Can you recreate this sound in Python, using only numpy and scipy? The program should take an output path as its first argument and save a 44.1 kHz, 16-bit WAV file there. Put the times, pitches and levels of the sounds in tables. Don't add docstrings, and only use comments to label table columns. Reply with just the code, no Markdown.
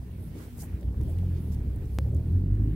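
import sys
import numpy as np
from scipy import signal
from scipy.fft import rfft, irfft
from scipy.io import wavfile
from scipy.ndimage import uniform_filter1d

SR = 44100
rng = np.random.default_rng(int(sys.argv[2]) if len(sys.argv) > 2 else 0)


def bounce(signal):
    frames = np.transpose(np.atleast_2d(signal))
    limited = np.clip(frames, -1, 1)
    pcm = np.round(limited * 32767).astype(np.int16)
    wavfile.write(sys.argv[1], SR, pcm)


N = 121275

# time in seconds, firing rate in Hz, engine level in dB,
# level of the wave at the firing rate in dB, level of the wave at three times that rate in dB.
ENGINE_PATH = [(0.0, 31.3, -38, -34.5, -52), (0.1, 32.26, -48, -62, -54), (0.21, 30.82, -40, -67, -35.5),
               (0.27, 31.98, -36, -71, -60), (0.31, 31.73, -37, -50, -42), (0.36, 31.4, -47, -60, -46),
               (0.53, 30.3, -55, -68, -56), (0.65, 29.4, -55, -67, -55.5), (0.75, 28.96, -35.5, -54, -29),
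               (0.79, 29.15, -45.5, -59, -65), (0.87, 30.74, -29, -53, -30), (0.96, 33.46, -38, -53, -45),
               (0.98, 34.33, -26, -35, -33.5), (1.111, 41.8, -34, -34.5, -42.5),
               (1.25, 44.9, -28, -33, -40.5), (1.401, 42.07, -31.5, -40, -38), (1.6, 34.5, -28, -36, -38),
               (1.7, 31.13, -32, -41, -38.5), (1.82, 30.68, -39, -42, -46.5), (1.88, 31.5, -40, -50, -42),
               (1.97, 33.5, -31, -40, -39), (2.06, 35.9, -25, -39, -34), (2.11, 37.2, -29, -38, -33),
               (2.16, 38.7, -23, -36, -36), (2.241, 40.99, -31, -37, -35), (2.38, 45, -24, -32, -40),
               (2.45, 47, -28, -32, -42), (2.53, 49.47, -23.5, -26.5, -42.5), (2.56, 51, -31.5, -30, -56.5),
               (2.63, 53.15, -29.5, -26, -40), (2.75, 54.08, -33.5, -30.5, -35.5)]
# time in seconds, extra strength of the half multiples in dB.
UNEVEN_FIRING = [(0, -5), (.9, 11.5), (1.1, 2), (1.3, -1), (1.55, 6), (2.0, -0.5), (2.3, -2), (2.5, -2.5),
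                 (2.6, 15), (2.75, 7.5)]
# multiple of the firing rate, strength in dB added to the engine level,
# lag behind the pulse in radians.
ENGINE_MULTIPLES = [(1.5, -20.5, 0.13), (2, -1, 0.96), (2.5, -26, 0.13), (3.5, -28.5, .1), (4, -11.5, 2.06),
                    (4.5, -24, .1), (5, -18.5, 0.098), (5.5, -25, .1), (6, -22, 2.95), (7, -26.5, 0.089)]
# frequency in Hz, gain in dB.
CABIN_COLOUR = [(28, -20.5), (40, -9), (52, 6), (68, 0.5), (88, 2.5), (110, 0.5), (140, -1.5), (185, -1.5),
                (213, -9), (235, -1.5), (300, -0.5), (450, 1.5)]
PHASE_WANDER, WANDER_HZ = 0.17, 25
WAVER_DB, WAVER_HZ = 2.5, 12
JITTER = 0.0072
THIRD_LAG = 1.51
ENGINE_PAN_DB, ENGINE_LAG = -0.5, .12

CLICK_S, CLICK_DB, CLICK_BUILD_S, CLICK_RELAX_S = 1.987, -17.5, 0.0013, 0.0024

# centre in seconds, length with its fades in seconds, level in dB,
# brightest frequency in Hz, width in octaves, first port over second in dB.
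CLOTH_RUSTLES = [(0.245, 0.19, -64.5, 10900, 0.36, -8.5), (0.411, 0.22, -56.5, 3950, 6.3, -3),
                 (0.415, 0.19, -61.5, 1330, 0.5, -3), (0.618, 0.16, -48.5, 11000, 0.68, -2),
                 (0.611, 0.078, -53, 5940, 0.49, -3), (0.638, 0.022, -56, 1750, 0.4, 0),
                 (0.69, .06, -65, 1800, .4, -2), (1.103, 0.13, -63.5, 10400, 0.48, -7),
                 (1.379, 0.08, -65, 2482, 1.2, -1), (1.438, 0.23, -68.5, 11200, 0.27, -10),
                 (1.534, 0.075, -56.5, 9230, 2, -3), (0.76, 0.17, -73, 1720, .5, -3),
                 (1.828, 0.1, -67, 1900, 0.4, -2.2), (1.96, 0.091, -66, 10750, 0.46, -9)]
RUSTLE_EDGE, RUSTLE_GRAIN_DB = 3.2, 2.2

# start in seconds, peak level before panning in dB, brightest frequency in Hz,
# width in octaves, first port over second in dB.
SMALL_TICKS = [(.8106, -44.5, 8000, 1.34, -3), (.83, -49, 2200, 1.02, -3), (.886, -47, 900, 1.27, -3),
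               (.944, -48.5, 700, 0.97, -3), (1.0131, -39.5, 7214, 4.28, 0), (1.035, -43, 12500, 0.7, -7),
               (1.1842, -44, 7900, 1.02, -2.2), (1.188, -46, 2800, .6, -5), (1.009, -46, 900, 0.86, -1),
               (0.33, -61, 1360, 0.54, -3), (1.234, -42.5, 595, 0.46, -5), (1.7609, -44.5, 10780, 0.41, -7),
               (1.856, -51.5, 6785, 0.39, 0), (2.552, -58.5, 6003, 0.58, -5.5),
               (2.147, -45, 8980, 0.59, -9), (2.166, -44, 7200, 1.07, 3)]
TICK_TAIL_S, TICK_TAIL_DB = 0.016, -11

# centre in seconds, length in seconds, level in dB,
# brightest frequency in Hz, width in octaves.
DULL_JOLTS = [(0.201, 0.052, -44, 62, 0.33), (0.53, 0.074, -41, 81, 0.27), (1.1, 0.16, -40, 118, 0.43),
              (1.38, 0.076, -49.5, 348, 0.16), (0.64, 0.038, -56.5, 760, 0.39), (.075, 0.05, -54, 420, 0.2),
              (0.28, 0.06, -39.5, 137, 0.52), (.358, 0.032, -43, 257, 0.74), (.39, 0.069, -49.5, 250, 0.4),
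              (0.829, 0.022, -49, 473, 0.58), (1.1, 0.059, -48, 394, 0.67), (1.09, 0.024, -57, 640, 0.31),
              (2.07, 0.05, -51, 500, 0.6), (2.16, 0.11, -50, 440, .5), (2, 0.053, -48.5, 470, 0.2),
              (1.57, 0.038, -44, 164, 0.27), (1.85, 0.035, -51, 170, 0.34), (2.9, 0.16, -52.5, 300, 0.38)]

KNOCKS_PER_S, KNOCK_DB, KNOCK_SPREAD_DB, KNOCK_HZ, KNOCK_OCTAVES = 70, -66, 2.5, 650, .6

# frequency in Hz, relative strength per Hz in dB.
ROAD_TONE = [(14, -40.5), (24, -28), (36, -15.5), (55, -10), (88, -9.5), (130, -14), (190, -22),
             (300, -21.5), (440, -28.5), (620, -40), (800, -44.5), (1100, -49), (1700, -48), (2600, -52),
             (4500, -56.5), (7000, -60.5), (10500, -56.5), (15800, -55)]
ROAD_DB = -37.5
# time in seconds,
# then levels in dB of the deep rumble, the low rumble, the middle, the upper middle and the treble.
ROAD_SWELLS = [(0.0, -62.5, -50, -59.5, -71, -68), (0.21, -66.5, -54.5, -55.5, -69.5, -68),
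               (0.42, -66.5, -48, -52, -64, -64.5), (0.53, -67.5, -54, -60, -68, -64),
               (0.66, -62, -46.5, -52.5, -64, -65.5), (0.78, -68.5, -45, -54.5, -68.5, -68),
               (0.9, -58.5, -47, -48.5, -75, -70.5), (1.07, -56, -46, -47.5, -67.5, -66),
               (1.28, -78, -45, -52, -67, -67.5), (1.51, -66.5, -48.5, -51, -67.5, -65.5),
               (1.64, -65, -46, -49, -68.5, -69.5), (1.77, -52, -42.5, -51.5, -68, -69),
               (1.89, -57, -47, -55.5, -68.5, -66.5), (2.03, -59, -48, -49, -71.5, -67),
               (2.15, -63, -45.5, -48, -72, -69), (2.3, -61, -41, -51.5, -67.5, -68.5),
               (2.45, -62, -38.5, -52.5, -72, -72), (2.75, -58, -40, -52, -63.5, -69.5)]
SWELL_HZ = [75, 180, 500, 1800, 6000]
PATCH_DB = 1.5
# frequency in Hz, likeness from 0 to 1.
PORT_LIKENESS = [(60, 1), (130, 0.94), (290, 0.96), (640, 0.53), (1400, 0.09), (3100, 0.13), (6800, 0.042),
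                 (15000, .05)]
# frequency in Hz, first port over second in dB.
ROAD_LEAN = [(60, 0), (250, -0.5), (640, 0), (1400, -5), (3100, -0.5), (6000, -1.5), (9500, -4),
             (12500, -1.3), (15500, 4)]
# frequency in Hz, width in Hz, level in dB.
CABIN_HUMS = [(241.4, 13, -53), (182.3, 9.4, -51)]

MIC_LOW_HZ, EDGE_HZ = 30.6, 15830


def amp(db):
    return 10 ** (np.asarray(db) / 20)


def evened(x):
    return x / np.sqrt(np.mean(x ** 2) + 1e-20)


def read(points, hz):
    f, value = np.transpose(points)
    return np.interp(np.log(hz + 1), np.log(f + 1), value)


def add(mix, s, sound):
    part = mix[:, round(s * SR):][:, :sound.shape[1]]
    part += sound[:, :part.shape[1]]


def drift(top_hz):
    t = np.arange(0, N + 256, 256) / SR
    f = np.geomspace(top_hz / 12, top_hz, num=24)
    start = rng.random(24)
    waves = np.sin(2 * np.pi * (f * t[:, None] + start))
    return np.interp(np.arange(N) / SR, t, evened(waves.sum(1)))


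def coloured(x, hz, octaves):
    f = np.fft.rfftfreq(x.shape[-1], 1 / SR) + 1
    bell = np.exp(-.5 * abs(np.log2(f / hz) / octaves) ** 3)
    return irfft(rfft(x) * bell, x.shape[-1])


def panned(pan_db):
    return amp([[pan_db / 2], [-pan_db / 2]])


def engine():
    s, rate, level_db, lowest_db, third_db = np.transpose(ENGINE_PATH)
    t = np.arange(N) / SR
    rate = np.interp(t, s, rate) * (1 + JITTER * drift(WAVER_HZ))
    turn = 2 * np.pi * np.cumsum(rate) / SR
    ports = np.array([[ENGINE_LAG / 2], [-ENGINE_LAG / 2]])
    lowest_gain = amp(np.interp(t, s, lowest_db) + WAVER_DB * drift(WAVER_HZ))
    out = lowest_gain * np.cos(turn + ports / 2)
    third_gain = amp(np.interp(t, s, third_db) + WAVER_DB * drift(WAVER_HZ))
    out += third_gain * np.cos(3 * turn - THIRD_LAG + ports)
    uneven_db = np.interp(t, *np.transpose(UNEVEN_FIRING))
    for k, db, lag in ENGINE_MULTIPLES:
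        cabin_db = read(CABIN_COLOUR, k * rate)
        gain = amp(np.interp(t, s, level_db) + db + cabin_db + WAVER_DB * drift(WAVER_HZ))
        gain *= amp((k % 1 > 0) * uneven_db)
        wandering_turn = turn + PHASE_WANDER * drift(WANDER_HZ)
        out += gain * np.cos(k * wandering_turn - lag + ports)
    return np.sqrt(2) * out * panned(ENGINE_PAN_DB)


def click():
    t = np.arange(N) / SR - CLICK_S
    before = np.exp(-abs(t) / CLICK_BUILD_S)
    after = -np.exp(-abs(t) / CLICK_RELAX_S)
    return amp(CLICK_DB) / 2 * np.where(t < 0, before, after)


def rustle(centre, length, db, hz, octaves, pan_db, noise):
    u = np.linspace(-1, 1, len(noise))
    shape = np.exp(-abs(u * len(noise) / SR / length) ** RUSTLE_EDGE * 2 ** RUSTLE_EDGE)
    grain = amp(RUSTLE_GRAIN_DB * evened(uniform_filter1d(noise[:, 3], size=120)))
    swish = coloured(noise[:, :2].T + 0.08 * noise[:, 2], hz, octaves)
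    return amp(db) * evened(swish * grain) * shape * panned(pan_db)


def tick(db, hz, octaves, pan_db, noise):
    t = np.arange(len(noise)) / SR
    blow = amp(TICK_TAIL_DB - 60 * t / TICK_TAIL_S) * noise.T
    blow[:, 0] = 1
    blow = coloured(np.roll(blow, 256, axis=1), hz, octaves)
    return amp(db) * blow / abs(blow).max() * panned(pan_db)


def jolt(centre, length, db, hz, octaves, noise):
    t = (np.arange(len(noise)) - len(noise) / 2) / SR
    thud = coloured(noise[:, 0] + 0.46 * noise[:, 1:].T, hz, octaves)
    return amp(db) * evened(thud) * np.exp(-(2 * t / length) ** 2)


def knocks():
    size = amp(KNOCK_SPREAD_DB * np.minimum(rng.exponential(1, (2, N)), 4))
    hits = size * (rng.random((2, N)) < KNOCKS_PER_S / SR)
    both = hits + 0.092 * hits[::-1]
    return amp(KNOCK_DB) * evened(coloured(both, KNOCK_HZ, KNOCK_OCTAVES))


def road():
    frames, hz = N // 256 + 9, np.fft.rfftfreq(1024, 1 / SR)
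    a, b, c, d, patches = rng.standard_normal((frames, 513, 5)).T
    patches = uniform_filter1d(patches, size=14, axis=0)
    patches = evened(uniform_filter1d(patches, size=10, axis=1))

    s, *levels = np.transpose(ROAD_SWELLS)
    t = (np.arange(frames) - 4) * 256 / SR
    shares = np.transpose([read(np.transpose([SWELL_HZ, one]), hz) for one in np.eye(len(levels))])
    swell = shares @ [np.interp(t, s, v - np.mean(v)) for v in levels]

    same = np.clip(read(PORT_LIKENESS, hz), -1, 1)[:, None]
    first = a + 1j * b
    second = same * first + np.sqrt(1 - same ** 2) * (c + 1j * d)
    lean = read(ROAD_LEAN, hz)[:, None] / 2
    tone = read(ROAD_TONE, hz)[:, None]
    z = np.array([first, second])
    z *= amp(tone + PATCH_DB * patches + swell + np.array([lean, -lean]))
    noise = signal.istft(z, nperseg=1024, noverlap=768)[1]
    return amp(ROAD_DB) * evened(noise[:, 1024:N + 1024])


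def hums():
    f, out = np.fft.rfftfreq(N, 1 / SR), 0
    for hz, width, db in CABIN_HUMS:
        noise = rng.standard_normal((2, N))
        peak = 1 + ((f - hz) / width * 2) ** 2
        out = out + amp(db) * evened(irfft(rfft(noise[0] + .3 * noise) / peak, N))
    return out


def scene():
    mix = engine() + road() + hums() + click() + knocks()
    for row, noise in zip(CLOTH_RUSTLES, rng.standard_normal((len(CLOTH_RUSTLES), 8192, 4))):
        add(mix, row[0] - 4096 / SR, rustle(*row, noise))
    for row, noise in zip(SMALL_TICKS, rng.standard_normal((len(SMALL_TICKS), 4096, 2))):
        add(mix, row[0] - 256 / SR, tick(*row[1:], noise))
    for row, noise in zip(DULL_JOLTS, rng.standard_normal((len(DULL_JOLTS), 6000, 3))):
        add(mix, row[0] - 3000 / SR, jolt(*row, noise))
    return mix


def record(dry):
    high_pass = signal.butter(2, MIC_LOW_HZ, "high", fs=SR, output="sos")
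    lean = signal.sosfiltfilt(high_pass, dry, padlen=4000)
    taps = signal.firwin(511, EDGE_HZ, window=("kaiser", 9), fs=SR)[None]
    return signal.oaconvolve(np.pad(lean, ((0, 0), (255, 255)), "edge"), taps, "valid")


dry = scene()
out = record(dry)
bounce(out)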